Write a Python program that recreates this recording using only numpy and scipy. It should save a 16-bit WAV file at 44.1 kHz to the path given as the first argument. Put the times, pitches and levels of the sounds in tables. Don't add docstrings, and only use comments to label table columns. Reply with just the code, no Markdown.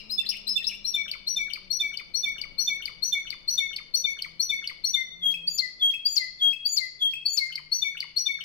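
import sys
import numpy as np
from scipy import signal
from scipy.fft import rfft, irfft
from scipy.io import wavfile
from scipy.ndimage import uniform_filter1d

SR = 44100
rng = np.random.default_rng(int(sys.argv[2]) if len(sys.argv) > 2 else 0)


def transcribe(signal):
    frames = np.atleast_2d(signal).T
    limited = np.clip(frames, -1, 1)
    pcm = np.round(limited * 32767).astype(np.int16)
    wavfile.write(sys.argv[1], SR, pcm)


N = 372204
EDGE_HZ = 16100

# lead start in seconds, pip start in seconds, effort in dB,
# whistle pitch in Hz, pip level in dB, coo pitch in Hz.
TWEETS = [(.845, 0.94, -4.5, 5635, -23.5, 2280), (1.269, 1.362, -2.5, 5834, -24.5, 2270),
          (1.704, 1.798, -0.5, 5810, -23, 2263), (2.141, 2.232, -0.5, 5817, -24.5, 2246),
          (2.583, 2.673, 0.5, 5890, -22.5, 2238), (3.024, 3.123, 0, 5936, -21.5, 2218),
          (3.479, 3.578, 1, 5870, -20.5, 2195), (3.94, 4.04, 3.5, 5880, -21.5, 2220),
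          (4.397, 4.493, 2, 5830, -23.5, 2208), (4.84, 4.939, 1, 5886, -19.5, 2074),
          (7.718, 7.819, 2.5, 5915, -22, 2236), (8.164, 8.259, 2, 5816, -22, 2219)]
# time of the tick in seconds, effort in dB.
CHATTERS = [(1.113, 0), (1.534, 0.5), (1.972, -1), (2.414, -0.5), (2.855, 0.5), (3.303, -1), (3.762, -1),
            (4.221, 0.5), (4.673, 0.5), (7.555, 0), (8.003, 1), (8.44, 2)]
# start in seconds, closing yip in seconds, level in dB,
# left minus right in dB.
FLUTES = [(5.224, 5.34, -22.5, 7.5), (5.813, 5.938, -20, 3.5), (6.407, 6.53, -19, 4.5),
          (7.008, 7.135, -22.5, 5)]
# lead start in seconds, plunge in seconds, effort in dB, lead pitch in Hz,
# lead left minus right in dB, high note level in dB, coo pitch in Hz, coo level in dB.
SWOOPS = [(5.472, 5.585, -1.5, 4690, -4, -36, 2016, -32.5), (6.053, 6.166, 1, 4710, 7, -35, 2028, -33),
          (6.653, 6.77, -1, 4667, 19, -29.5, 2044, -32.5), (7.255, 7.375, -0.5, 4530, 7, -32, 2106, -28.5)]
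# lead start in seconds, pip start in seconds, effort in dB, pitch of the rise in Hz.
CHIRPS = [(0.097, 0.18, -3, 5115), (0.469, .557, 0.5, 5265)]
# time in seconds, pitch in Hz, effort in dB.
BUZZES = [(-.09, 5270, -1.5), (.288, 5350, 2), (.667, 5400, 2)]

# seconds from the note's time, Hz above its pitch, relative effort in dB.
LEAD_GESTURE = [(-.005, -300, -38), (0, -170, -13), (.005, -70, -4), (.012, 10, 0), (.017, 60, -6),
                (.025, 90, -27)]
WHISTLE_GESTURE = [(-.01, -420, -27), (0, -170, -3), (.014, -31, 5.5), (0.029, 9.5, 2.5),
                   (0.052, 10.5, -.5), (.072, 29, -16), (.08, -200, -35)]
PIP_GESTURE = [(-.004, -80, -36), (0, 20, -13), (.005, 22, -4), (.011, 5, 0), (.016, -10, -3),
               (.023, -35, -11), (.032, -80, -28)]
COO_GESTURE = [(-.016, 427, -26), (-.004, 113.5, -15.5), (.006, 42, -3), (0.027, 10.5, 1.5),
               (0.051, -2.5, -3), (.072, -29, -7), (0.095, -36.5, -23.5)]
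CHUCK_GESTURE = [(-.028, -900, -29), (-.021, -1250, -21), (-.013, -1600, -18), (-.008, -1750, -45),
                 (-.002, 150, -40), (.001, 80, 0), (.005, -20, -2), (.015, -60, -9), (.026, 0, -22)]
TICK_GESTURE = [(-.002, 896, -31.5), (.0005, 405, -8.5), (.0025, -54, 2), (.005, -300, -16),
                (0.009, -500, -14.5)]
DROP_GESTURE = [(-.003, 539, -18.5), (.002, 162.5, 5.5), (.008, -44, 6.5), (.013, -350, -30.5),
                (0.016, -850, -11.5), (.024, -1150, -14.5), (0.032, -1300, -40)]
FLUTE_GESTURE = [(-.02, 280, -36), (0, 95, -16), (.016, 35, 0), (.036, 2, -.5), (.068, -8, -1.5),
                 (.087, -28, -7), (.104, -25, -11), (.118, 30, -30)]
CATCH_GESTURE = [(-.008, -500, -10), (.001, 3, 7.5), (.007, 690.5, -6), (.012, 1399.5, -6), (.02, 1490, -9)]
YIP_GESTURE = [(-.002, -120, -32.5), (.001, -34, 0.5), (.006, 7, -1.5), (0.012, 20, -10),
               (0.025, -20.5, -19)]
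HIGH_GESTURE = [(-.018, -130, -19), (0, -85, -2), (0.021, -8.5, -1.5), (0.039, 21.5, 6.5),
                (0.061, -14.5, 2.5), (.074, -62, -30), (0.079, -150, -41)]
PLUNGE_GESTURE = [(-.01, 2494, -21), (-.005, 1815, -20), (-.001, 891, -12), (.003, 341, -5), (.008, 20, -5),
                  (0.015, -180, -4.5), (0.021, -350, -15)]
LOW_COO_GESTURE = [(-.024, 258.5, -29), (-.004, 96, -11.5), (0.015, 43, 0.5), (0.031, 5, 2.5),
                   (.055, -9, -5), (.078, -18.5, -11), (0.099, -24, -28)]
RISE_GESTURE = [(-.008, -650, -27), (.002, -380, -7), (.014, -70, 0), (.03, 20, -2), (.045, 70, -8),
                (.062, 40, -25)]
LONG_YIP_GESTURE = [(-.006, 120, -26), (.001, 28, -2), (.01, -2, 0), (.022, -12, -3), (.034, -150, -21)]
RASP_GESTURE = [(-.033, -2150, -33), (-.027, -2300, -26.5), (-.016, -2450, -25.5), (-.011, -1200, -17),
                (-.003, -750, -18), (.002, -100, -0.5), (.01, 119, -19), (0.019, 158, -24)]
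BUZZ_GESTURE = [(-.002, -600, -35), (.002, -480, 11), (.009, -150, 8.5), (0.015, 58, 10.5), (.025, 42, 1),
                (.032, -100, -10)]
PURR_GESTURE = [(-.006, -250, -15), (.004, 20, 0), (.016, 0, -1), (.027, -650, -5), (.042, -120, -3),
                (.062, 0, -4), (.074, -50, -20)]

# frequency in Hz, relative level in dB.
OVERTONES = [(3000, -1), (4500, 4.5), (6700, -4), (8000, 0), (10000, -7.5), (12000, -2.5), (14000, -3.5),
             (16000, -12.5)]
# frequency in Hz, relative density in dB per Hz.
RUSH = [(800, -35), (2500, 6.5), (5000, 8.5), (7500, -6), (10000, 3), (13500, 3), (16000, -4.5)]
# time in seconds, turn from 0 in profile to 1 facing
HEAD_TURN = [(1.3, 0.35), (1.8, 1), (2.15, 1), (3.15, 1), (3.45, 0.096), (8.44, 0)]
# pitch in Hz, lag behind the left in seconds.
PROFILE_LAG = [(2200, -.00018), (2600, .000079), (3000, .00005), (3300, .00011), (3550, .00002),
               (4400, -.00004), (6000, -.00001)]
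# pitch in Hz, lag behind the left in seconds.
TURNED_LAG = [(2200, -.00008), (3550, -.0001), (4400, 0.0044), (6000, -0.0049)]
# frequency in Hz, time to decay by 60 dB in seconds.
ROOM_DECAY = [(1000, .55), (2200, .66), (3500, .64), (5000, .58), (7000, .43), (10000, .28), (15000, .2)]

# frequency in Hz, relative density in dB per Hz.
WASH_COLOUR = [(10, -6), (25, 1), (42, -12.5), (65, -12.5), (90, -16), (140, -12), (300, -18), (580, -21),
               (800, -26.5), (1300, -25.5), (2200, -47), (4000, -53)]
# time in seconds, relative level in dB.
WASH_LEVEL = [(0, -58), (1.57, -61.5), (2.4, -57.5), (3.9, -61), (5.6, -62), (6.6, -66), (8.44, -65.5)]
# frequency in Hz, relative density in dB per Hz.
HISS_COLOUR = [(300, -22.5), (1000, -25.5), (2000, 7), (5000, -8), (10000, -19.5), (14000, -19.5),
               (16000, -25)]
# time in seconds, mean pitch in Hz, relative level in dB.
HUM = [(0, 215, -55), (0.899, 201.8, -55), (2.299, 174.4, -61.5), (3.9, 170.2, -61.5), (4.35, 167, -57),
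       (4.8, 169.6, -62.5), (5.45, 172.5, -52.5), (5.75, 172.5, -65), (6.399, 166.9, -65.5),
       (6.7, 130.8, -61.5), (8.44, 167.4, -61)]
# time in seconds, level in dB.
BUMPS = [(3.99, -61.5), (6.48, -66.5)]


def amp(db):
    return 10 ** (np.asarray(db) / 20)


def evened(x):
    return x / np.sqrt(np.mean(x ** 2) + 1e-20)


def read(points, hz):
    table_hz, value = np.transpose(points)
    return np.interp(np.log(hz + 1), np.log(table_hz + 1), value)


def pan(db):
    return evened(amp([[db / 2], [-db / 2]]))


def wander(size, rate_hz):
    padded = size + SR // 4
    hz = np.fft.rfftfreq(padded, 1 / SR)
    spectrum = rfft(rng.standard_normal(padded)) * np.exp(-(hz / rate_hz) ** 2)
    return evened(irfft(spectrum, padded))[:size]


def add(mix, s, sound):
    start = round(s * SR)
    sound = sound[:, max(-start, 0):]
    part = mix[:, max(start, 0):][:, :sound.shape[1]]
    part += sound[:, :part.shape[1]]


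def sing(rows, gesture, overtone_db, rush_db, rough, flutter_hz, wet_db):
    out = np.zeros((2, N))
    when, bend_hz, effort_db = np.transpose(gesture)
    t = np.arange(when.min(), when.max(), 1 / SR)
    glide_hz = uniform_filter1d(np.interp(t, when, bend_hz), size=64)
    swell = amp(np.interp(t, when, effort_db)) * signal.windows.tukey(len(t), .06)
    strong = np.flatnonzero(swell > swell.max() * amp(-9))
    rush_colour = amp(read(RUSH, np.fft.rfftfreq(len(t), 1 / SR)))
    for s, pitch_hz, db, side_db, lag_s in rows:
        drift = .003 * wander(len(t), 50)
        flutter = rough * wander(len(t), flutter_hz)
        hz = (pitch_hz + glide_hz) * (1 + drift + flutter)
        phase = 2 * np.pi * np.cumsum(hz) / SR
        overtones = np.zeros(len(t))
        for k in range(2, 8):
            gain = amp(read(OVERTONES, k * abs(hz))) * (k * hz < EDGE_HZ)
            overtones += gain * np.sin(k * phase)
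        tone = np.sin(phase) + amp(overtone_db + 4.14 * wander(len(t), 140)) * overtones

        rush = evened(irfft(rfft(rng.standard_normal(len(t))) * rush_colour, len(t)))
        rush *= np.exp(-(t - t[0]) / .056)
        voice = swell * tone + amp(rush_db) * np.sqrt(swell) * rush

        direct, echoes = room(lag_s)
        paths = pan(side_db) * direct + amp(wet_db) * echoes
        heard = signal.fftconvolve(voice[None], paths, axes=1)
        strong_rms = np.sqrt(np.mean(heard[:, strong] ** 2))
        add(out, s + t[0], amp(db) * heard / strong_rms)
    return out


def notes(s, hz, db, side_db, turned_db=0):
    turn = np.interp(s, *np.transpose(HEAD_TURN))
    lag_s = (1 - turn) * read(PROFILE_LAG, hz) + turn * read(TURNED_LAG, hz)
    return np.column_stack(np.broadcast_arrays(s, hz, db, side_db + turned_db * turn, lag_s))


def tweets(whistle_after_s=.018, coo_after_s=.024, lead_hz_per_db=20):
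    lead_s, pip_s, effort, whistle_hz, pip_db, coo_hz = np.transpose(TWEETS)
    lead_hz = 4332.5 + lead_hz_per_db * effort
    leads = notes(lead_s, hz=lead_hz, db=-22.5 + effort, side_db=8, turned_db=-5)
    whistles = notes(lead_s + whistle_after_s, hz=whistle_hz, db=-28.5, side_db=5.5, turned_db=1)
    pips = notes(pip_s, hz=3567.4, db=pip_db, side_db=13.5, turned_db=-21.5)
    coos = notes(pip_s + coo_after_s, hz=coo_hz, db=-29.5, side_db=13.5, turned_db=-5.5)
    return (sing(leads, LEAD_GESTURE, overtone_db=-25, rush_db=-35.5, rough=.0082, flutter_hz=690, wet_db=-5.5)
            + sing(whistles, WHISTLE_GESTURE, overtone_db=-17.5, rush_db=-29, rough=.0063, flutter_hz=300,
                   wet_db=-4.5)
            + sing(pips, PIP_GESTURE, overtone_db=-28, rush_db=-30.5, rough=.0033, flutter_hz=700, wet_db=-4.5)
            + sing(coos, COO_GESTURE, overtone_db=-34.5, rush_db=-42, rough=.0029, flutter_hz=200, wet_db=-6))


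def chatters(chuck_before_s=.033, drop_after_s=.022, sag_hz_per_s=20):
    s, effort = np.transpose(CHATTERS)
    chucks = notes(s - chuck_before_s, hz=2987, db=-37 + effort, side_db=13, turned_db=15)
    ticks = notes(s, hz=4594, db=-24 + effort, side_db=2, turned_db=8)
    drops = notes(s + drop_after_s, hz=2245 - sag_hz_per_s * s, db=-34.5 + effort, side_db=15)
    return (sing(chucks, CHUCK_GESTURE, overtone_db=-28, rush_db=-37, rough=.05, flutter_hz=900, wet_db=-2)
            + sing(ticks, TICK_GESTURE, overtone_db=-20.5, rush_db=-33, rough=.015, flutter_hz=1510, wet_db=-6)
            + sing(drops, DROP_GESTURE, overtone_db=-33, rush_db=-40, rough=.021, flutter_hz=800, wet_db=-6.5))


def flutes(catch_before_s=.025):
    s, yip_s, db, side_db = np.transpose(FLUTES)
    held = notes(s, hz=3285, db=db, side_db=side_db)
    catches = notes(yip_s - catch_before_s, hz=4300, db=-48.5, side_db=7)
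    yips = notes(yip_s, hz=2599, db=-30.5, side_db=6.5)
    return (sing(held, FLUTE_GESTURE, overtone_db=-29, rush_db=-39, rough=.0012, flutter_hz=200, wet_db=-5)
            + sing(catches, CATCH_GESTURE, overtone_db=-26.5, rush_db=-12, rough=.088, flutter_hz=900, wet_db=1)
            + sing(yips, YIP_GESTURE, overtone_db=-26, rush_db=-36, rough=.008, flutter_hz=600, wet_db=-3))


def swoops(high_before_s=.075, coo_after_s=.031):
    lead_s, plunge_s, effort, lead_hz, lead_side_db, high_db, coo_hz, coo_db = np.transpose(SWOOPS)
    leads = notes(lead_s, hz=lead_hz, db=-19.5 + effort, side_db=lead_side_db)
    highs = notes(plunge_s - high_before_s, hz=6910, db=high_db, side_db=9)
    plunges = notes(plunge_s, hz=4407, db=-19 + effort, side_db=12.5)
    coos = notes(plunge_s + coo_after_s, hz=coo_hz, db=coo_db, side_db=18.5)
    return (sing(leads, LEAD_GESTURE, overtone_db=-25, rush_db=-35, rough=.0052, flutter_hz=690, wet_db=-1)
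            + sing(highs, HIGH_GESTURE, overtone_db=-12.5, rush_db=-27, rough=.0035, flutter_hz=298, wet_db=-7)
            + sing(plunges, PLUNGE_GESTURE, overtone_db=-27, rush_db=-25.5, rough=.021, flutter_hz=1150,
                   wet_db=-5.5)
            + sing(coos, LOW_COO_GESTURE, overtone_db=-35.5, rush_db=-39, rough=.002, flutter_hz=200,
                   wet_db=-5.5))


def chirps(rise_after_s=.013, yip_after_s=.019):
    lead_s, pip_s, effort, rise_hz = np.transpose(CHIRPS)
    leads = notes(lead_s, hz=4170, db=-29 + effort, side_db=9)
    rises = notes(lead_s + rise_after_s, hz=rise_hz, db=-26.5 + effort, side_db=10)
    pips = notes(pip_s, hz=3545, db=-21.5, side_db=-30)
    yips = notes(pip_s + yip_after_s, hz=2690, db=-34 + effort, side_db=15)
    return (sing(leads, LEAD_GESTURE, overtone_db=-22, rush_db=-31, rough=.017, flutter_hz=690, wet_db=-3)
            + sing(rises, RISE_GESTURE, overtone_db=-16, rush_db=-30, rough=.0082, flutter_hz=400, wet_db=-4)
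            + sing(pips, PIP_GESTURE, overtone_db=-26.5, rush_db=-28.5, rough=.0021, flutter_hz=700, wet_db=-5.5)
            + sing(yips, LONG_YIP_GESTURE, overtone_db=-26, rush_db=-34, rough=.012, flutter_hz=600, wet_db=-4.5))


def buzzes(rasp_before_s=.024, purr_after_s=.026):
    s, hz, effort = np.transpose(BUZZES)
    rasps = notes(s - rasp_before_s, hz=4250, db=-30, side_db=8)
    peaks = notes(s, hz=hz, db=-25.5 + effort, side_db=7)
    purrs = notes(s + purr_after_s, hz=2860, db=-38.5, side_db=7)
    return (sing(rasps, RASP_GESTURE, overtone_db=-23, rush_db=-38, rough=.035, flutter_hz=800, wet_db=-2.5)
            + sing(peaks, BUZZ_GESTURE, overtone_db=-17.5, rush_db=-23, rough=.029, flutter_hz=490, wet_db=-7.5)
            + sing(purrs, PURR_GESTURE, overtone_db=-25.5, rush_db=-41, rough=.042, flutter_hz=600, wet_db=-3))


def room(lag_s, tail_db=-5, cage_db=-3, cage_s=.015):
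    t = np.arange(SR * 3 // 4) / SR
    delay_s = np.array([[0], [lag_s]])
    direct = np.sinc((t - delay_s) * SR - 16) * (t < .002)
    taps = rng.choice([-1., 1.], (2, 2, len(t))) * (rng.random((2, 2, len(t))) < 1 / 10)
    taps *= t > .001
    hz, age_s, bands = signal.stft(taps[0], SR, nperseg=256)
    decay = amp(-60 * age_s / read(ROOM_DECAY, hz)[:, None])
    tail = signal.istft(bands * decay, SR, nperseg=256)[1][:, :len(t)]
    cage = taps[1] * np.exp(-t / cage_s)
    echoes = amp(tail_db) * evened(tail) + amp(cage_db) * evened(cage)
    return direct, pan(5.5) * echoes / np.sqrt(len(t))


def bumps(hz=500, width_hz=60, length_s=.03):
    t = np.arange(N) / SR
    swell = sum(amp(db) * np.exp(-((t - s) / length_s) ** 2) for s, db in BUMPS)
    narrow_noise = evened(wander(N, width_hz) * np.sin(2 * np.pi * hz * t))
    return pan(11) * swell * narrow_noise


def hum(trim_db=-7, waver_db=3):
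    s, hz, db = np.transpose(HUM)
    t = np.arange(N) / SR
    pitch_hz = np.interp(t, s, hz) * (1 + .03 * wander(N, 25))
    phase = 2 * np.pi * np.cumsum(pitch_hz) / SR
    partials = np.zeros(N)
    for k, gain in enumerate([1, .23, .29], 1):
        partials += gain * amp(waver_db * wander(N, 4.9)) * np.sin(k * phase)
    return pan(8) * evened(partials) * amp(np.interp(t, s, db) + trim_db)


def noise(spectrum):
    white = rng.standard_normal((2, N)) + .34 * rng.standard_normal(N)
    colour = amp(read(spectrum, np.fft.rfftfreq(N, 1 / SR)))
    return evened(irfft(rfft(white) * colour, N))


def low_wash(trim_db=2.5):
    t = np.arange(N) / SR
    level_db = np.interp(t, *np.transpose(WASH_LEVEL)) + trim_db
    return pan(9.5) * amp(level_db) * noise(WASH_COLOUR)


def hiss(level_db=-72):
    return pan(9.5) * amp(level_db) * noise(HISS_COLOUR)


def scene():
    bird = tweets() + chatters() + flutes() + swoops() + chirps() + buzzes()
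    return bird + bumps() + hum() + low_wash() + hiss()


def record(dry):
    band_limit = signal.firwin(511, EDGE_HZ, window=("kaiser", 9), fs=SR)
    return signal.oaconvolve(dry, band_limit[None], "same")


dry = scene()
out = record(dry)
transcribe(out)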